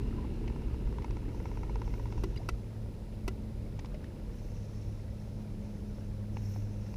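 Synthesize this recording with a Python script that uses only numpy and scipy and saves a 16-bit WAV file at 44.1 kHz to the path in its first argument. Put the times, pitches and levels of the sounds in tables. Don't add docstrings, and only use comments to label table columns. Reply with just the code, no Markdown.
import sys
import numpy as np
from scipy import signal
from scipy.fft import rfft
from scipy.io import wavfile

SR = 44100
rng = np.random.default_rng(int(sys.argv[2]) if len(sys.argv) > 2 else 0)


def dump(signal):
    limited = np.clip(np.atleast_2d(signal).T, -1, 1)
    pcm = np.round(limited * 32767).astype(np.int16)
    wavfile.write(sys.argv[1], SR, pcm)


N = 306936

# (time [s], level [dB])
MOUNT_CLACKS = [(0.442, -45.5), (0.5, -42.5), (0.561, -41), (0.619, -44), (0.682, -45.5), (0.744, -43),
                (0.81, -48), (0.874, -43.5), (0.926, -42.5), (0.985, -36), (1.045, -34), (1.108, -39),
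                (1.169, -38.5), (1.23, -47), (1.289, -45), (1.346, -45), (1.401, -37), (1.456, -34.5),
                (1.515, -39.5), (1.573, -37.5), (1.633, -35.5), (1.696, -37), (1.757, -34), (1.818, -35),
                (1.877, -39.5), (1.939, -36), (1.997, -39.5), (2.057, -39), (2.124, -38), (2.179, -39)]


def propeller():
    # (time [s], blade rate [Hz])
    blade_rate = [(0, 113), (.6, 114.8), (1.0, 110), (1.9, 109.2), (2.25, 110.3), (2.9, 107), (3.5, 106.8),
                  (4.3, 104.9), (4.7, 104.6), (5.6, 104), (6.2, 102.6), (6.96, 102.3)]
    # (time [s], level [dB])
    note_level = [(0, -48), (1.5, -45), (1.9, -41.5), (2.8, -44.5), (3.1, -49), (3.7, -43.5), (3.95, -50.5),
                  (4.4, -54), (4.6, -42), (5.3, -43), (5.85, -47.5), (6.6, -36), (6.96, -42.5)]
    octave_level = [(0, -47), (.6, -47), (.85, -56.5), (2.45, -55), (3.5, -48.5), (4.1, -54.5),
                    (4.6, -52.5), (5.24, -53), (5.42, -45.5), (6.1, -50), (6.96, -46.5)]
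    pitch_hz = automation(blade_rate) * (1 + .011 * drift(12))
    phase = 2 * np.pi * np.cumsum(pitch_hz) / SR
    note = from_db(automation(note_level) + 1.64 * drift(12.7)) * np.sin(phase)
    octave = from_db(automation(octave_level) + 1.43 * drift(3.5)) * np.sin(2 * phase)
    return np.sqrt(2) * (note + octave)


def speed_controller(switch_hz=5029, updates_per_s=23.8):
    # (multiple of the switching rate, rms level [dB])
    partials = [(1, -83.5), (2, -81), (3, -93)]
    t = np.arange(N) / SR
    updates = np.floor(updates_per_s * t + .07 * drift(10))
    phase = 2 * np.pi * (switch_hz * t + updates / 4)
    return np.sqrt(2) * sum(from_db(db) * np.sin(multiple * phase) for multiple, db in partials)


def shaft_shudder(waver_db=3, wobble_cycles=.032):
    # (time [s], gain [dB])
    strength = [(0, -2.5), (.7, -6), (.9, 3.5), (1.12, -17), (1.45, -1), (2.2, 2), (2.6, -16), (3.2, -40)]
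    # (multiple of the shake rate, level [dB])
    partials = [(2, -44.5), (3, -37), (4, -46)]
    t = np.arange(N) / SR
    clack_s = np.array(MOUNT_CLACKS)[:, 0]
    mean_hz = (len(clack_s) - 1) / (clack_s[-1] - clack_s[0])
    shakes = np.interp(t, clack_s, np.arange(len(clack_s)))
    shakes += mean_hz * (t - np.clip(t, clack_s[0], clack_s[-1]))
    phase = 2 * np.pi * (shakes + wobble_cycles * drift(7.9))
    strength_db = automation(strength)
    return sum(from_db(db + strength_db + waver_db * drift(4.4)) * np.sin(multiple * phase)
               for multiple, db in partials)


def mount_rattle(bounce_s=.0021, bounce=.45, grit=.051):
    # (frequency [Hz], level [dB], t60 [s])
    modes = [(437, -4, 0.057), (757, 2.5, 0.02), (960, 4.5, 0.023), (1314, -5, 0.027), (1470, -4, 0.011),
             (1930, -11, 0.018), (2174, -7.5, 0.029), (2580, -8.5, 0.02), (2670, -10, 0.014),
             (5830, -14, 0.0099)]
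    out = np.zeros(N)
    for s, level_db in MOUNT_CLACKS:
        scuff_db = level_db - 16 + rng.normal(0, 2.5)
        scuff = from_db(scuff_db) * scrape(.0018, 1500, 6800, passes=2)
        force = grit * scrape(.00045, 1500, 7400)
        force[0] += 1
        force[round(bounce_s * rng.uniform(.93, 1.07) * SR)] += bounce
        body = sum((-1) ** k * from_db(mode_db + rng.normal(0, 2)) * ring(force, hz, t60)
                   for k, (hz, mode_db, t60) in enumerate(modes))
        add(out, s - .000933, from_db(level_db + 2) * peak_one(body) + scuff)
    return out


def water():
    # (time [s], level [dB])
    churning = [(0, -44), (.55, -46), (1.2, -47.5), (2.25, -48), (2.8, -60.5), (4.2, -53), (4.8, -71),
                (6.96, -60)]
    # (frequency [Hz], gain [dB])
    rumble_eq = [(12, -40), (22, -6.5), (33, 6), (50, 3.5), (68, 0.5), (85, -2.5), (120, -9), (170, -12),
                 (230, -20), (320, -45)]
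    wash_eq = [(90, -4.5), (130, 8.5), (180, 6.5), (250, 0.5), (305, 0.5), (380, -5), (480, -3), (580, -6),
               (700, -14.5), (930, -14.5), (1200, -32.5), (1800, -31.5)]
    churn_eq = [(165, -0.5), (230, -1.5), (290, 0), (350, -2), (410, -3.5), (480, -10), (600, -29.5),
                (750, -23), (950, -19), (1150, -32), (2400, -34.5), (2770, -23.5), (3100, -34.5)]
    splash_eq = [(600, -25), (900, 1), (1350, 7), (1650, 1), (2050, 3.5), (2400, 2.5), (2750, -3),
                 (3250, -6.5), (4000, 0), (4500, -6.5), (5300, -2.5), (7000, -15)]
    hiss_eq = [(1000, 5.5), (4000, 9.5), (7000, 4), (9000, 2), (13500, 0.5), (15500, 5)]
    churn_db = automation(churning)
    rumble_gain = np.hypot(from_db(-42), from_db(churn_db + 7.5))
    splash_gain = np.hypot(from_db(-71), from_db(churn_db - 23))
    rumble = rumble_gain * shaped_noise(rumble_eq)
    churn = from_db(churn_db) * shaped_noise(churn_eq)
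    wash = from_db(-48.5) * shaped_noise(wash_eq)
    spray = shaped_noise(splash_eq)
    hiss = from_db(-68.5) * shaped_noise(hiss_eq)
    gurgle = from_db(-61.5) * grains(per_s=120, low_hz=291, high_hz=637, cycles=8.1, spread_db=4)
    drops = grains(per_s=700, low_hz=900, high_hz=3020, cycles=38, spread_db=4)
    return rumble + churn + wash + gurgle + splash_gain * (spray + drops) + hiss


def hull_thumps(hull_hz=48, t60=.19, push_s=.011):
    # (time [s], peak level [dB])
    thumps = [(0.049, -30), (0.863, -26.5), (2.199, -23.5), (2.534, -27), (3.251, -28)]
    out = np.zeros(N)
    push = half_sine(push_s, SR // 3) ** 2
    for s, peak_db in thumps:
        add(out, s - push_s, from_db(peak_db) * peak_one(ring(push, hull_hz, t60)))
    return out


def tiller_knocks(shove_s=.0017, joint_t60=.027, lead_s=.00167):
    # (time [s], level [dB], thud gain [dB], joint pitch [Hz], joint gain [dB],
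    # tube gain [dB], crack gain [dB])
    knocks = [(2.238, -28.5, 2.5, 900, -9, -4.5, -12), (2.362, -44, -12, 2830, 0, -1.5, -7),
              (2.4897, -27, -7, 1345, 0.5, -1, -10), (3.28, -27.5, -1.5, 1270, -10, -1, -7.5)]
    # (frequency [Hz], level [dB], t60 [s])
    modes = [(334, -5.5, 0.11), (380, 3, 0.076), (456, -19, 0.035), (640, -13, 0.029), (720, -5.5, 0.023),
             (980, -1.5, 0.018), (1072, -3.5, .028), (1382, -8.5, 0.045), (2000, -9, 0.041),
             (2260, -10.5, 0.033), (2620, -6.5, 0.025), (2840, -15, 0.051), (3480, -35, 0.0088),
             (4620, -14, 0.017), (5460, -11, 0.017), (5870, -15.5, .016), (8200, -20, .014)]
    out = np.zeros(N)
    shove = half_sine(shove_s) ** 2
    for s, level_db, thud_db, joint_hz, joint_db, tube_db, crack_db in knocks:
        crack = scrape(.0053, 1700, 5950) + from_db(-7.5) * scrape(.003, 8800, 14100)
        add(out, s - .003, from_db(level_db + crack_db) * crack)
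        add(out, s - lead_s, from_db(level_db + joint_db - 4.5) * chatter(joint_hz, joint_t60))
        for hz, mode_db, t60 in modes:
            if hz < 500:
                thud = peak_one(ring(shove, hz, t60))
                add(out, s, from_db(level_db + mode_db + thud_db - 5.5) * thud)
            else:
                add(out, s - lead_s, from_db(level_db + mode_db + tube_db - 6) * chatter(hz, t60))
    return out


def chatter(hz, t60, rise_s=.0017, grit=.18):
    force = grit * peak_one(burst(rise_s))
    force[0] += 1
    swell = ring(force, hz, 4 * rise_s)
    return peak_one(ring(swell, hz, t60))


def tiller_taps(press_s=.00036):
    # (time [s], level [dB], tock pitch [Hz], tock t60 [s], click gain [dB],
    # tick gain [dB], scrape rise [s])
    taps = [(.478, -40.5, 800, .01, -4.5, -11, 0.0028), (1.021, -40.5, 950, .01, -7.5, -12, .003),
            (3.791, -38.5, 860, 0.012, -7, -6.5, 0.0039), (3.847, -38.5, 960, .014, -10.5, -14, 0.0023),
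            (3.858, -47.5, 1100, .01, -7, -1, 0.0025), (3.943, -41, 604, .07, -9, -16, 0.0048),
            (4.043, -44.5, 1820, 0.013, -14, -10, 0.0026), (6.370, -33.5, 880, .011, -9.5, -22, 0.0018),
            (6.562, -36.5, 745, 0.0085, -19, -24, .002), (6.941, -42, 945, .014, -9.5, -12, .002)]
    out = np.zeros(N)
    press = half_sine(press_s)
    for s, level_db, hz, t60, click_db, tick_db, rise_s in taps:
        tock = peak_one(ring(press, hz, t60))
        click = from_db(click_db) * scrape(rise_s, 1750, 2870, passes=2)
        tick = from_db(tick_db) * scrape(rise_s, 2300, 7100, passes=3)
        add(out, s - .0005, from_db(level_db) * tock)
        add(out, s - .0015, from_db(level_db) * (click + tick))
    return out


def grip_creaks(t60=.0068, rub_db=-3):
    # (time [s], length [s], pitch [Hz], level [dB])
    creaks = [(0.126, 0.0097, 1290, -48.5), (.174, 0.029, 995, -44.5), (.217, 0.031, 970, -51),
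              (0.239, .012, 1050, -48), (.243, 0.02, 860, -45), (2.373, 0.0086, 2140, -45),
              (2.366, 0.021, 3970, -52), (2.37, 0.018, 4820, -47.5), (2.4, 0.012, 690, -41),
              (2.411, 0.019, 917, -47.5)]
    out = np.zeros(N)
    for s, length_s, hz, level_db in creaks:
        slip = np.pad(signal.windows.hann(round(length_s * SR)), (0, SR // 20))
        tone = np.sin(2 * np.pi * hz * np.arange(len(slip)) / SR)
        squeal = peak_one(ring(slip * tone, hz, t60))
        rub = peak_one(ring(slip * rng.standard_normal(len(slip)), hz, t60))
        add(out, s - .002, from_db(level_db - 2.5) * (squeal + from_db(rub_db) * rub))
    return out


def sleeve_rustle(release_s=.29, swish_s=.38):
    # (start [s], length [s], attack [s], rustle level [dB], swish level [dB])
    arm_moves = [(1.28, 0.24, .08, -73.5, -77), (1.786, 0.55, 0.1, -73, -77), (4.24, 0.53, 0.16, -70, -78),
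                 (5.1, .3, 0.092, -78, -95), (5.575, .42, 0.062, -76.5, -90), (6.318, 0.2, 0.062, -66, -70),
                 (6.78, .16, .08, -72, -77)]
    # (frequency [Hz], gain [dB])
    cloth_eq = [(1800, -2), (2300, -3), (2700, -1), (3200, -20), (4100, -8), (4850, -12), (5200, -4.5),
                (5450, 1), (5780, -3), (6150, 0.5), (6550, -4), (7000, -8), (8500, -26)]
    swish_eq = [(11500, -5), (12500, -10), (13200, 5), (13900, -2), (14600, -5)]
    t = np.arange(N) / SR
    rustle_gain, swish_gain = np.zeros((2, N))
    for s, length_s, attack_s, rustle_db, swish_db in arm_moves:
        attack = np.clip((t - s) / attack_s, 0, 1)
        release = np.exp(-np.maximum(t - s - length_s, 0) / release_s)
        rustle_gain += from_db(rustle_db) * attack * release
        swish_gain += from_db(swish_db) * np.sin(np.pi * np.clip((t - s) / swish_s, 0, 1)) ** 2
    threads = from_db(-5) * grains(per_s=480, low_hz=5270, high_hz=5690, cycles=220, spread_db=5.5)
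    stitches = from_db(-9) * grains(per_s=440, low_hz=5880, high_hz=6320, cycles=160, spread_db=8.5)
    slide = shaped_noise(cloth_eq)
    swish = from_db(3 * np.tanh(drift(25))) * shaped_noise(swish_eq)
    catching = from_db(1.6 * drift(30))
    return rustle_gain * catching * (slide + threads + stitches) + swish_gain * swish


def grains(per_s, low_hz, high_hz, cycles, spread_db, pitches=20):
    sizes = from_db(spread_db * np.minimum(rng.exponential(1, N), 4)) * rng.choice([-1, 1], N)
    impulses = sizes * (rng.random(N) < per_s / SR)
    pitch_index = rng.integers(0, pitches, N)
    return rms_one(sum(ring(impulses * (pitch_index == k), hz, cycles / hz)
                       for k, hz in enumerate(np.geomspace(low_hz, high_hz, pitches))))


def shaped_noise(eq):
    hz, gain_db = np.transpose(eq)
    f = np.maximum(np.fft.rfftfreq(N, 1 / SR), 1)
    gain = from_db(np.interp(np.log(f), np.log(hz), gain_db))
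    rolloff = 1 / np.sqrt((1 + (hz[0] / f) ** 4) * (1 + (f / hz[-1]) ** 4))
    return rms_one(np.fft.irfft(rfft(rng.standard_normal(N)) * gain * rolloff, N))


def burst(rise_s):
    age = np.arange(SR // 6) / (SR * rise_s)
    return rng.standard_normal(len(age)) * age ** 2 * np.exp(-2 * age)


def scrape(rise_s, low_hz, high_hz, passes=1):
    bandpass = signal.butter(2, [low_hz, high_hz], "band", fs=SR, output="sos")
    return peak_one(signal.sosfilt(np.tile(bandpass, (passes, 1)), burst(rise_s)))


def half_sine(length_s, samples=SR // 6):
    return np.sin(np.pi * np.minimum(np.arange(samples) / (SR * length_s), 1))


def ring(force, hz, t60):
    r, w = from_db(-60 / (t60 * SR)), 2 * np.pi * hz / SR
    return signal.lfilter([0, np.sin(w)], [1, -2 * r * np.cos(w), r * r], force + 1e-18)


def drift(rate_hz):
    hop = 40
    r = np.exp(-2 * np.pi * rate_hz * hop / SR)
    noise = rng.standard_normal(N // hop + 2002)
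    slow = signal.lfilter([1], [1, -2 * r, r * r], noise)[2000:]
    return np.interp(np.arange(N) / hop, np.arange(len(slow)), rms_one(slow))


def automation(points):
    return np.interp(np.arange(N) / SR, *np.transpose(points))


def add(out, s, sound):
    start = max(0, round(s * SR))
    out[start:start + len(sound)] += sound[:N - start]


def from_db(db):
    return 10 ** (np.asarray(db) / 20)


def rms_one(x):
    return x / np.sqrt(np.mean(x ** 2) + 1e-20)


def peak_one(x):
    return x / (np.abs(x).max() + 1e-20)


def scene():
    motor = propeller() + speed_controller() + shaft_shudder() + mount_rattle()
    handling = tiller_knocks() + tiller_taps() + grip_creaks() + sleeve_rustle()
    return (motor + water() + hull_thumps() + handling)[None]


def record(dry):
    return signal.sosfilt(signal.ellip(12, .1, 80, 15300, fs=SR, output="sos"), dry)


dry = scene()
out = record(dry)
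dump(out)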